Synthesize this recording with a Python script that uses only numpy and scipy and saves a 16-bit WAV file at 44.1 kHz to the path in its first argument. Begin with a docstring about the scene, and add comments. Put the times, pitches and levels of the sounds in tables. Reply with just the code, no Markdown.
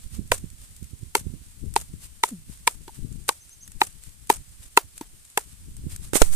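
"""Sandals on dry straw

Someone in loose sandals treads about on dry, straw-covered ground, a small camera hanging from the body.
Wind buffets its two microphone ports as shaped noise, over grainy swishes and ticks of straw. Each sole slaps
down with a hollow knock, decaying tones and crushed stalks in noise. A taut rope twangs once as a sinking tone,
a bird chirps three times in gliding tones, and at the end a hand scuffs and bumps the camera in noise bursts."""
import sys
import numpy as np
from scipy.fft import rfft, irfft, next_fast_len
from scipy.io import wavfile
from scipy.ndimage import uniform_filter1d, map_coordinates

SR = 44100
rng = np.random.default_rng(int(sys.argv[2]) if len(sys.argv) > 2 else 0)


def int16_out(signal):
    """Quantize to a 16-bit WAV file."""
    q = np.round(np.clip(np.atleast_2d(signal).T, -1, 1) * 32767)
    wavfile.write(sys.argv[1], SR, q.astype(np.int16))


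N = 280079  # length in samples

# Colour of near sounds, with the port resonance. Each row: frequency in Hz, relative density in dB per Hz.
PORT_COLOUR = [(300, -5), (2000, -6.5), (4000, -7.5), (5200, -6.5), (8600, 5.5), (11000, -2), (14000, -7.5),
               (15400, -41.5)]
CONTACT_S = 0.0027  # the sole takes this long to close on the ground


def amp(db):
    """Gain for a level in dB."""
    return 10 ** (np.asarray(db) / 20)


def unit(x):
    """x scaled to an rms of 1."""
    return x / np.sqrt(np.mean(x ** 2, axis=-1, keepdims=True) + 1e-20)


def curves(rows):
    """One value per sample for each column after the time."""
    s, *cols = np.transpose(rows)
    return [np.interp(np.arange(N) / SR, s, c) for c in cols]


def panned(pan_db):
    """Left and right gains for a level difference, left minus right."""
    return amp(np.array([pan_db, -pan_db]) / 2).reshape(2, -1)


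def wobble(rate):
    """A smooth random curve for each channel, rate knots a second."""
    knots = rng.standard_normal((2, int(N * rate / SR) + 4))
    return np.array([map_coordinates(k, [np.arange(N) * rate / SR]) for k in knots])


def filtered(x, response):
    """x times a response of frequency."""
    m = next_fast_len(x.shape[-1] + 8192)
    spectrum = rfft(x, m) * response(np.fft.rfftfreq(m, 1 / SR))
    return irfft(spectrum, m)[..., :x.shape[-1]]


def noise(spectrum, size, alike):
    """Stereo noise of rms 1 with a (Hz, dB) colour; alike is the correlation of the two ports."""
    a, b = rng.standard_normal((2, size))
    turn = np.arccos(np.clip(alike, -1, 1)) / 2
    common, apart = np.cos(turn) * a, np.sin(turn) * b
    pair = np.array([common + apart, common - apart])
    f, db = np.transpose(spectrum)
    return unit(filtered(pair, lambda hz: amp(np.interp(np.log(hz + 1), np.log(f + 1), db))))


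def fade(t, t60, attack):
    """A quick rise and an exponential decay."""
    return amp(-60 * t / t60) * (1 - np.exp(-t / attack))


def add(out, s, x):
    """Mix x into out from time s."""
    part = out[:, round(s * SR):][:, :x.shape[1]]
    part += x[:, :part.shape[1]]


def grit(size, depth_db):
    """Gain that changes about every millisecond and a half, so that noise breaks into grains."""
    return amp(depth_db * unit(uniform_filter1d(rng.standard_normal(size), size=64)))


def wind():
    """Turbulence at each port comes in lumps and short puffs; stronger flow reaches higher in pitch."""
    # Steady buffeting. Each row: time in seconds, level before flutter in dB, left minus right in dB.
    buffeting = [(0.0, -48, -5), (0.32, -41, -11), (0.64, -50, 1.5), (0.85, -56, -18), (1.21, -44, 1.5),
                 (1.32, -46, -9.5), (1.65, -50.5, 27.5), (1.73, -42.5, 5.5), (2.17, -53, 18),
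                 (2.21, -54.5, -1.5), (3.23, -50, 18.5), (3.41, -58, -8), (3.65, -58.5, 24.5),
                 (4.18, -51.5, 15), (4.47, -52.5, -4), (5.4, -59, 5), (5.95, -37, 7.5), (6.1, -43.5, -9)]
    # Puffs that hit one port. Each row: peak time in seconds, port (0 left, 1 right), strength in dB.
    gusts = [(0.193, 1, -19), (0.442, 1, -25), (0.826, 1, -29.5), (0.934, 1, -32), (1.032, 1, -28.5),
             (1.213, 0, -35), (1.268, 1, -23), (1.339, 1, -27), (1.64, 0, -21), (1.663, 0, -29),
             (1.94, 0, -29.5), (2.498, 0, -30.5), (2.991, 0, -29.5), (3.048, 0, -22.5), (3.117, 0, -29),
             (3.158, 0, -30), (5.685, 0, -32.5), (5.84, 0, -30.5), (5.868, 1, -22.5)]
    # Colour of the turbulence. Each row: frequency in Hz, relative density in dB per Hz.
    rumble = [(15, 5), (60, 5), (130, -3), (300, -17.5), (500, -34), (1000, -62), (2000, -120)]
    rise_s, fall_s = 0.017, .025  # time constants of a puff
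    kick_db, kick_s = 6, .0012  # the eddy at the heart of a puff: level over its strength, half width
    flutter_db, thin_hz = 3.5, 40

    t, puffs, kicks = np.arange(N) / SR, np.zeros((2, N)), np.zeros((2, N))
    for s, port, db in gusts:
        away = np.abs((t - s) / np.where(t < s, rise_s, fall_s))
        puffs[round(port)] += amp(db) * np.exp(-away ** 0.99)
        u = (t - s) / kick_s
        push, suction = np.exp(-u ** 2), .5 * np.exp(-((u - 2.5) / 2) ** 2)
        kicks[round(port)] += amp(db + kick_db) * (push - suction)
    level_db, pan_db = curves(buffeting)
    steady = amp(level_db + flutter_db * (wobble(7.6) + 1.4 * wobble(38))) * panned(pan_db)
    flow = steady + puffs
    high = filtered(noise(rumble, N, alike=0), lambda hz: (hz / 300) ** 1.5) * amp(2.7 * wobble(60))
    # a short puff has little deep bass
    thin = filtered(noise(rumble, N, alike=0), lambda hz: hz / (hz + thin_hz))
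    low = steady * noise(rumble, N, alike=0) + kicks + .55 * puffs * unit(thin)
    return low + flow * (flow / amp(-12)) ** 1.2 * high  # the top grows faster than the flow


def rustle():
    """Dry stalks and cloth swish in soft grainy swells over the fine hiss of the field."""
    # Swishes of straw and cloth. Each row: centre in seconds, level in dB.
    swishes = [(.03, -51), (.145, -45), (0.632, -48.5), (2.04, -46.5), (2.528, -47.5), (2.955, -50.5),
               (4.052, -49), (4.638, -49), (4.974, -52), (5.511, -54), (5.93, -40.5), (6.048, -43.5)]
    # Colour of swish and hiss. Each row: frequency in Hz, relative density in dB per Hz.
    hiss_colour = [(300, -9.5), (700, -13), (1500, -10.5), (3000, -8), (6000, -7.5), (8700, 1), (11000, -6),
                   (14400, -11)]
    swish_s = .035  # half length of a swish

    t = np.arange(N) / SR
    swell = sum(amp(db) * np.exp(-((t - s) / swish_s) ** 2) for s, db in swishes)
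    flicker_db = 0.28 * wobble(9.4).sum(axis=0) + 0.56 * wobble(79).sum(axis=0)
    grains = amp(2.4 * wobble(100)[0]) * grit(N, depth_db=1.5)
    swish = swell * grains * noise(hiss_colour, N, alike=0.059)
    hiss = amp(flicker_db - 53.5) * noise(hiss_colour, N, alike=0.024)
    return filtered(swish + hiss, lambda hz: hz < 14350)


def snaps():
    """Each listed stalk gives one dry tick, and many mostly fainter ones crackle at random."""
    # Single stalks breaking. Each row: start in seconds, level before the low cut in dB.
    stalks = [(0.5012, -35), (0.7642, -33.5), (0.8285, -35.5), (0.842, -34), (1.168, -18), (1.7387, -25.5),
              (2.291, -37.5), (3.1253, -36), (3.493, -36.5), (3.6771, -27.5), (3.718, -31), (4.036, -31),
              (4.2711, -33), (4.9785, -24), (5.25, -37.5), (5.3, -35), (5.7667, -31), (5.961, -22)]
    stalk_hz = 1200  # a thin stalk gives little below this

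    out, t = np.zeros((2, N)), np.arange(SR // 20) / SR
    tick = fade(t, .014, .001)
    crackle = [(when * N / SR, -50 - 2.6 * np.log(size)) for when, size in rng.uniform(size=(220, 2))]
    for s, db in list(stalks) + crackle:
        add(out, s, amp(db) * panned(rng.normal(0, 3)) * tick * noise(PORT_COLOUR, len(t), alike=0.09))
    return filtered(out, lambda hz: hz ** 2 / (hz ** 2 + stalk_hz ** 2))


def knock(late, hz):
    """A pocket of air closes, peaks at the contact time, vents, and rings hollow meanwhile."""
    u = late / CONTACT_S
    return u ** 2 * np.exp(2 - 2 * u) * np.sin(2 * np.pi * hz * late)


def steps():
    """Straw gives way, the sole lands, the air under it rings hollow, and crushed stalks settle in grains."""
    # Footfalls. Each row: time in seconds (the slap starts 1 ms later), lead of the yielding straw in seconds,
    # hollow, thud and mean sole pitch in Hz, then levels in dB: hollow, thud, sole modes, smack, crack,
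    # settling straw.
    slaps = [(0.317, .002, 954, 495.3, 1557, -14, -7.5, -15, -14.5, -10, -24.5),
             (1.151, .002, 923, 417, 2100, -11, -10, -14.5, -16, -8, -28),
             (1.761, 0.0043, 891, 413, 2164, -7, -13.5, -23, -14, -11.5, -27.5),
             (2.235, 0.0033, 940, 417, 1907, -8, -16, -12.5, -19.5, -10, -27),
             (2.674, 0.0049, 964, 460, 1920, -7.5, -14, -14, -9, -6.5, -32),
             (2.878, 0.002, 916, 362, 2000, -37, -29.5, -61, -36, -37.5, -55),
             (3.289, .009, 900, 477, 2453, -15, -16.5, -16, -9.5, -7.5, -33),
             (3.815, .011, 868, 367.6, 1874, -6, -12, -10, -28, -14.5, -29),
             (4.299, .005, 900.5, 409.4, 1944, -2.5, -5.5, -13.5, -15.5, -7, -25),
             (4.773, .006, 942.5, 417.5, 2016, -3, -4.5, -5.5, -14, -5.5, -39.5),
             (5.01, 0.0024, 924, 299, 2020, -32, -19, -58, -36, -29.5, -52.5),
             (5.374, .001, 853, 430, 1690, -16.5, -13, -15, -37.5, -7, -32.5)]
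    # Modes of the sole. Each row: multiple of the sole pitch, mean relative level in dB, t60 in seconds.
    sole_modes = [(.65, 0, 0.018), (1, 5.5, .011), (1.25, 2, 0.014), (1.6, 0, .012), (2.05, -1, 0.014)]
    # Extra knock tones in a footfall, some with the slap, some just after.
    # Each row: start in seconds, pitch in Hz, level in dB.
    extra_knocks = [(0.3183, 666, -16), (.337, 520, -30.5), (1.163, 420, -27.5), (2.891, 880, -38),
                    (3.29, 310, -31), (3.292, 1084, -15.5), (3.309, 900, -33.5), (4.3, 263.8, -22),
                    (5.376, 602, -28), (5.378, 933, -17.5), (5.399, 855, -51)]
    # Flat sole on soil. Each row: frequency in Hz, relative density in dB per Hz.
    smack_colour = [(500, -17), (1300, -5), (2500, -2.5), (4200, -4.5), (6000, -8.5), (8000, -44)]
    # Loose earth settling. Each row: frequency in Hz, relative density in dB per Hz.
    soil_colour = [(150, -31), (400, 0.5), (1000, 0.5), (2500, -7.5)]
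    soil_db, yield_db = -22, -14.5  # loose earth under the thud, yielding straw under the crack

    out, t = np.zeros((2, N)), np.arange(SR // 3) / SR
    late = np.maximum(t - np.array([[6 / SR], [0]]), 0)  # the left port is a little further away
    for s, hz, db in extra_knocks:
        add(out, s, amp(db) * knock(late, hz))
    for (s, early, hz, thud_hz, sole_hz,
         hollow_db, thud_db, upper_db, smack_db, crack_db, settle_db) in slaps:
        x = amp(hollow_db) * knock(late, hz)
        x -= amp(thud_db) * fade(late, 0.024, CONTACT_S / 2) * np.sin(2 * np.pi * thud_hz * late)
        for k, level_db, t60 in sole_modes:
            phase = rng.uniform(0, 2 * np.pi) + rng.normal(0, 0.32, (2, 1))
            pitch_hz = k * sole_hz * rng.normal(1, .025)
            scatter_db = rng.normal(0, 2)
            ring = fade(late, t60, 0.00029) * np.sin(2 * np.pi * pitch_hz * late + phase)
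            x += amp(upper_db + level_db + scatter_db) * ring
        x += amp(smack_db) * fade(t, 0.021, 0.00074) * noise(smack_colour, len(t), alike=0.1)
        x += amp(crack_db) * fade(t, .013, 0.00041) * noise(PORT_COLOUR, len(t), alike=0.14)
        # grains come in clumps
        clumps = amp(3 * unit(uniform_filter1d(rng.standard_normal(len(t)), size=300)))
        crumbs = grit(len(t), depth_db=2.5) * clumps
        x += amp(settle_db) * fade(t, 0.19, 0.0092) * crumbs * noise(PORT_COLOUR, len(t), alike=0.033)
        x += amp(thud_db + soil_db) * fade(t, 0.11, 0.0021) * noise(soil_colour, len(t), alike=1.0)
        add(out, s + .001, x)
        # yielding straw swells until the slap starts
        lead = early + .001
        yielding = np.sqrt(t / lead) * (t < lead) * grit(len(t), depth_db=3)
        add(out, s - early, amp(crack_db + yield_db) * yielding * noise(PORT_COLOUR, len(t), alike=.1))
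    return out


def rope():
    """The twang swells and dies while its pitch sinks as the tension lets go."""
    # Fundamental and two overtones: relative level of each in dB.
    overtones_db = [0, -24, -34]
    start_s, level_db, rise_s = 2.309, -32, 0.0096  # the first swell peaks after twice the rise
    taut_hz, slack_hz, sag_s = 287, 141, 0.037  # pitch at the pluck, pitch at rest, sinking time constant

    out, t = np.zeros((2, N)), np.arange(SR // 4) / SR
    sinking_hz = slack_hz + (taut_hz - slack_hz) * np.exp(-t / sag_s)
    phase = 2 * np.pi * np.cumsum(sinking_hz + 7 * wobble(70.5)[0, :len(t)]) / SR
    swell = (t / (2 * rise_s)) ** 2 * np.exp(2 - t / rise_s)
    swell = swell + amp(-6) * fade(t, 0.36, 0.026)  # a longer tail
    tone = sum(amp(db) * np.sin((k + 1) * phase) for k, db in enumerate(overtones_db))
    level = amp(level_db + 1.9 * wobble(80)[0, :len(t)])
    add(out, start_s, level * panned(0.74) * swell * tone)
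    return out


def bird():
    """Each chirp climbs to its top and drops off fast; a hedge returns a weak echo."""
    # Chirps. Each row: start in seconds, length in seconds, pitch it climbs towards in Hz, level in dB.
    chirps = [(3.398, .047, 6330, -53), (3.502, 0.049, 6470, -50), (3.604, .048, 6520, -45.5)]

    out = np.zeros((2, N))
    for s, length, top_hz, db in chirps:
        u = np.arange(round(length * SR)) / (length * SR)
        glide = 1 - .13 * np.exp(-u / .25) - .17 * u ** 10
        hz = top_hz * (glide + .012 * wobble(200)[0, :len(u)])
        swell = np.sqrt(np.abs(np.sin(np.pi * u ** 1.3)))
        call = amp(db) * panned(0) * swell * np.sin(2 * np.pi * np.cumsum(hz) / SR)
        call = call * grit(len(u), depth_db=3.5)  # a slightly hoarse whistle
        add(out, s, call)
        add(out, s + 0.037, amp(-15) * call)
    return out


def handling():
    """Fingers scrape the case in grains; a knock rattles it and pumps the right port, which leaks back slowly."""
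    # Fingers on the case. Each row: time in seconds, level in dB, left minus right in dB.
    scuffs = [(6.136, -37.5, -9.5), (6.146, -26.5, -14.5), (6.168, -19, -14.5), (6.195, -34.5, 8.5),
              (6.215, -26, 8), (6.3, -45, -7.5), (6.33, -40, 17.5)]
    # Knocks on the case. Each row: start in seconds, left and right rattle levels in dB,
    # strength of the pressure step at the right port in dB.
    bumps = [(6.133, -21.5, -8, -29), (6.155, -20.5, -2.5, -24.5), (6.2174, 4, 9, 0)]
    # Rattle of the knocked case. Each row: frequency in Hz, relative density in dB per Hz.
    case_colour = [(30, -1.5), (120, -4), (350, 5), (900, -8.5), (2800, -15), (5000, -20), (7500, -13.5),
                   (14000, -28)]

    near_silence = (scuffs[0][0] - .004, -90, 0)
    level_db, pan_db = curves([near_silence] + list(scuffs))
    out = amp(level_db) * grit(N, depth_db=1.5) * panned(pan_db) * noise(PORT_COLOUR, N, alike=0)
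    t = np.arange(SR // 4) / SR
    for s, left_db, right_db, step_db in bumps:
        x = amp([[left_db], [right_db]]) * fade(t, 0.02, 0.00081) * noise(case_colour, len(t), alike=0.22)
        leak = 1.6 * np.exp(-t / .026) - .4 * np.exp(-t / .2)  # sinks past rest, then returns
        x[1] += amp(step_db) * (1 - np.exp(-t / 0.0008)) * leak
        add(out, s, x)
    return out


def scene():
    """All layers summed."""
    return wind() + rustle() + snaps() + steps() + rope() + bird() + handling()


def record(dry):
    """The converter clips with a rounded knee at full scale and keeps nothing above its band limit."""
    top_hz = 15482
    clipped = dry / (1 + np.abs(dry) ** 8) ** (1 / 8)
    return np.clip(filtered(clipped, lambda hz: hz < top_hz), -1, 1)


dry = scene()
out = record(dry)
int16_out(out)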